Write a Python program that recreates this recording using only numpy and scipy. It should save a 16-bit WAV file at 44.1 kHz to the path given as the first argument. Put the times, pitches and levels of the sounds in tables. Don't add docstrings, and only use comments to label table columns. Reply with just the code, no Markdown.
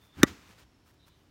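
import sys
import numpy as np
from scipy import signal
from scipy.fft import rfft, irfft
from scipy.io import wavfile

SR = 44100
rng = np.random.default_rng(int(sys.argv[2]) if len(sys.argv) > 2 else 0)


def file_out(sig):
    cols = np.atleast_2d(sig).T
    lim = np.clip(cols, -1, 1)
    pcm = np.round(lim * 32767).astype(np.int16)
    wavfile.write(sys.argv[1], SR, pcm)


N = 57330
T = np.arange(N) / SR
HIT_S = .232


def bat():
    # (frequency [Hz], relative level [dB], t60 [s])
    modes = [(575, -15, 0.043), (735, -25, 0.031), (839.4, -29.5, 0.039), (972, -31, 0.029),
             (1186.5, -21.5, 0.052), (1299, -19.5, 0.052), (1410, -20, 0.047), (1570, -20.5, 0.027),
             (1815, -5.5, 0.018), (1940, -22.5, 0.072), (2284.4, -16, 0.011), (3616, -13.5, 0.02),
             (5400, -26.5, .02), (6000, -14, 0.013), (7182, -21, .024), (9770, -26.5, .014)]
    # (frequency [Hz], relative level [dB])
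    crack_eq = [(100, -7), (400, 3.5), (1000, -6.5), (2200, 2), (3000, -10.5), (4200, -14), (6500, -10.5),
                (9000, -16.5), (15000, -11.5)]
    # (frequency [Hz], relative level [dB])
    fizz_eq = [(200, 0), (900, 3), (2500, -2), (4200, -10), (6500, -8), (9000, -17), (15000, -22)]
    # (frequency [Hz], relative level [dB])
    sizzle_eq = [(500, -12), (2200, 4), (4200, -6.5), (8000, -4), (15000, -2.5)]
    age = T - HIT_S
    crack = undb(-2.5) * np.roll(snap(crack_eq), int(HIT_S * SR))
    fizz = undb(-12.5) * noise(fizz_eq) * fade(age, t60=.021)
    sizzle = undb(-17.5) * noise(sizzle_eq) * fade(age, t60=.005)
    ring = sum(undb(db) * damped_tone(age - .0002, hz, t60) for hz, db, t60 in modes)
    return crack + fizz + sizzle - undb(-2) * ring


def ball():
    start_hz, sag_hz_per_s, rise_s = 303, 6100, .0027
    age = np.maximum(T - HIT_S - .0011, 0)
    rise = age / rise_s
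    squash = (rise * np.exp(1 - rise)) ** 2.8
    envelope = undb(-2.5) * squash + undb(-27.5) * fade(age, t60=.062)
    pop = envelope * np.sin(2 * np.pi * (start_hz - sag_hz_per_s * age / 2) * age)
    push = undb(-18.5) * damped_tone(T - HIT_S - .0037, hz=148.1, t60=.02)
    return pop + push


def turf(direct, lag_s=.0092, top_hz=1438):
    dull = signal.sosfilt(signal.butter(4, top_hz, fs=SR, output="sos"), direct)
    return undb(-14.5) * np.interp(T - lag_s, T, dull)


def trees(hit, lag_s=.029, rise_s=.022):
    # (frequency [Hz], relative level [dB])
    echo_eq = [(30, -25.5), (120, 0.5), (280, 14.5), (400, 9), (600, -6), (900, 0), (1300, 2), (2000, 0.5),
               (3000, -2), (4200, -5), (7000, -7), (9000, -18), (15000, -19.5)]
    age = T - HIT_S - lag_s
    near = undb(-37) * fade(age, t60=.16)
    far = undb(-52) * fade(age, t60=1.1)
    tail = np.clip(age / rise_s, 0, 1) * (near + far)
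    response = rng.standard_normal(N) * np.interp(T + HIT_S, T, tail)
    ring = signal.fftconvolve(hit, response / np.linalg.norm(response))[:N]
    return noise(echo_eq) * tail + undb(-39) * ring


def swing(peak_s=.19):
    # (frequency [Hz], relative level [dB])
    swish_eq = [(30, -8.5), (100, 3), (300, 7.5), (550, -3.5), (1500, 2), (3000, -5), (7000, -14),
                (10000, -20), (15000, -20.5)]
    # (frequency [Hz], relative level [dB])
    wind_eq = [(20, -30), (45, -7), (64, 3), (85, -2), (120, -10), (250, -18), (500, -32), (1500, -42),
               (6000, -68.5)]
    # (time [s], half length [s], level [dB])
    gusts = [(.197, .014, -35), (.24, 0.019, -39), (.311, .011, -45)]
    arc = np.maximum(fade(peak_s - T, t60=.19), fade(T - peak_s, t60=.7))
    swish = undb(-50) * noise(swish_eq) * arc
    whistle = undb(-40.5) * buzz(hz=1600, width_hz=450) * swell(at=.226, half=.006)
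    return swish + whistle + noise(wind_eq) * swells(gusts)


def rustle(grain_db=2):
    # (frequency [Hz], relative level [dB])
    cloth_eq = [(30, -14.5), (150, 0), (500, 0), (1300, 1), (2500, -0.5), (5000, -5), (7000, -9.5),
                (9000, -13), (15000, -18)]
    # (time [s], half length [s], level [dB])
    moves = [(.45, 0.074, -65), (.515, 0.028, -65.5), (.595, 0.021, -61), (.63, 0.0083, -64)]
    # (frequency [Hz], relative level [dB])
    grass_eq = [(30, -25), (400, 0), (1300, 6.5), (2500, -1), (5000, -4), (9000, -8.5), (15000, -7)]
    # (time [s], half length [s], level [dB])
    scuffs = [(.05, 0.04, -67), (.598, 0.0096, -62), (.885, 0.021, -66), (.943, 0.0066, -72.5),
              (1.078, 0.0085, -62.5), (1.17, 0.12, -78.5)]
    grain = undb(grain_db * noise([(1, 0), (150, 0), (600, -40), (2000, -80)]))
    return grain * (noise(cloth_eq) * swells(moves) + noise(grass_eq) * swells(scuffs))


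def footfalls(rise_s=.0075):
    # (time [s], frequency [Hz], level [dB])
    steps = [(0.267, 257.5, -35), (0.307, 200, -44.5), (.495, 190, -44.5)]
    return sum(undb(db) * np.clip((T - at) / rise_s, 0, 1) * damped_tone(T - at, hz, t60=.061)
               for at, hz, db in steps)


def birds():
    # (time [s], half length [s], frequency [Hz], width [Hz], level [dB])
    chirps = [(0.041, 0.055, 3550, 160, -72.5), (0.091, 0.014, 3490, 159, -67),
              (0.143, 0.013, 3560, 160, -66.5), (1.03, 0.022, 3840, 416, -66.5),
              (1.117, .05, 3776, 700, -74.5), (1.143, 0.12, 3040, 300, -80.5)]
    return sum(undb(db) * swell(at, half) * buzz(hz, width) for at, half, hz, width, db in chirps)


def insect():
    return undb(-83) * buzz(hz=5410, width_hz=220) * swell(at=.8, half=.17)


def air():
    # (frequency [Hz], relative level [dB])
    air_eq = [(15, -23.5), (30, -2.5), (62, 0.5), (130, -4.5), (220, -9), (320, -9.5), (480, -18.5),
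              (1000, -20.5), (1600, -24.5), (3000, -27), (5500, -29.5), (8000, -37.5), (16000, -43.5)]
    return undb(-63) * noise(air_eq)


def undb(db):
    return 10 ** (np.asarray(db) / 20)


def spectrum(points):
    hz, db = np.array(points, float).T
    bin_hz = np.maximum(np.fft.rfftfreq(N, 1 / SR), 1)
    return undb(np.interp(np.log(bin_hz), np.log(hz), db))


def noise(points):
    coloured = irfft(rfft(rng.standard_normal(N)) * spectrum(points), N)
    return coloured / coloured.std()


def snap(points):
    cepstrum = irfft(np.log(spectrum(points)), N)
    causal = 2 * cepstrum * (T > 0) * (T < T[-1] / 2)
    pulse = irfft(np.exp(rfft(causal)), N)
    return pulse / np.abs(pulse).max()


def buzz(hz, width_hz):
    flutter = noise([(1, 0), (width_hz / 2, 0), (width_hz * 2, -40), (width_hz * 10, -80)])
    return flutter * np.sqrt(2) * np.sin(2 * np.pi * hz * T)


def fade(age, t60):
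    return (age >= 0) * np.exp(-np.log(1000) * np.maximum(age, 0) / t60)


def damped_tone(age, hz, t60):
    return fade(age, t60) * np.sin(2 * np.pi * hz * age)


def swell(at, half):
    return np.exp(-((T - at) / half) ** 2 / 2)


def swells(rows):
    return sum(undb(db) * swell(at, half) for at, half, db in rows)


def scene():
    strike = bat()
    hit = strike + turf(strike) + ball()
    return (hit + trees(hit) + swing() + rustle() + footfalls() + birds() + insect() + air())[None]


def record(dry, low_cut_hz=45, top_hz=16100):
    thin = signal.sosfilt(signal.butter(2, low_cut_hz, "high", fs=SR, output="sos"), dry)
    clipped = np.clip(thin, -1, 1)
    return signal.sosfilt(signal.ellip(10, .2, 80, top_hz, fs=SR, output="sos"), clipped)


dry = scene()
out = record(dry)
file_out(out)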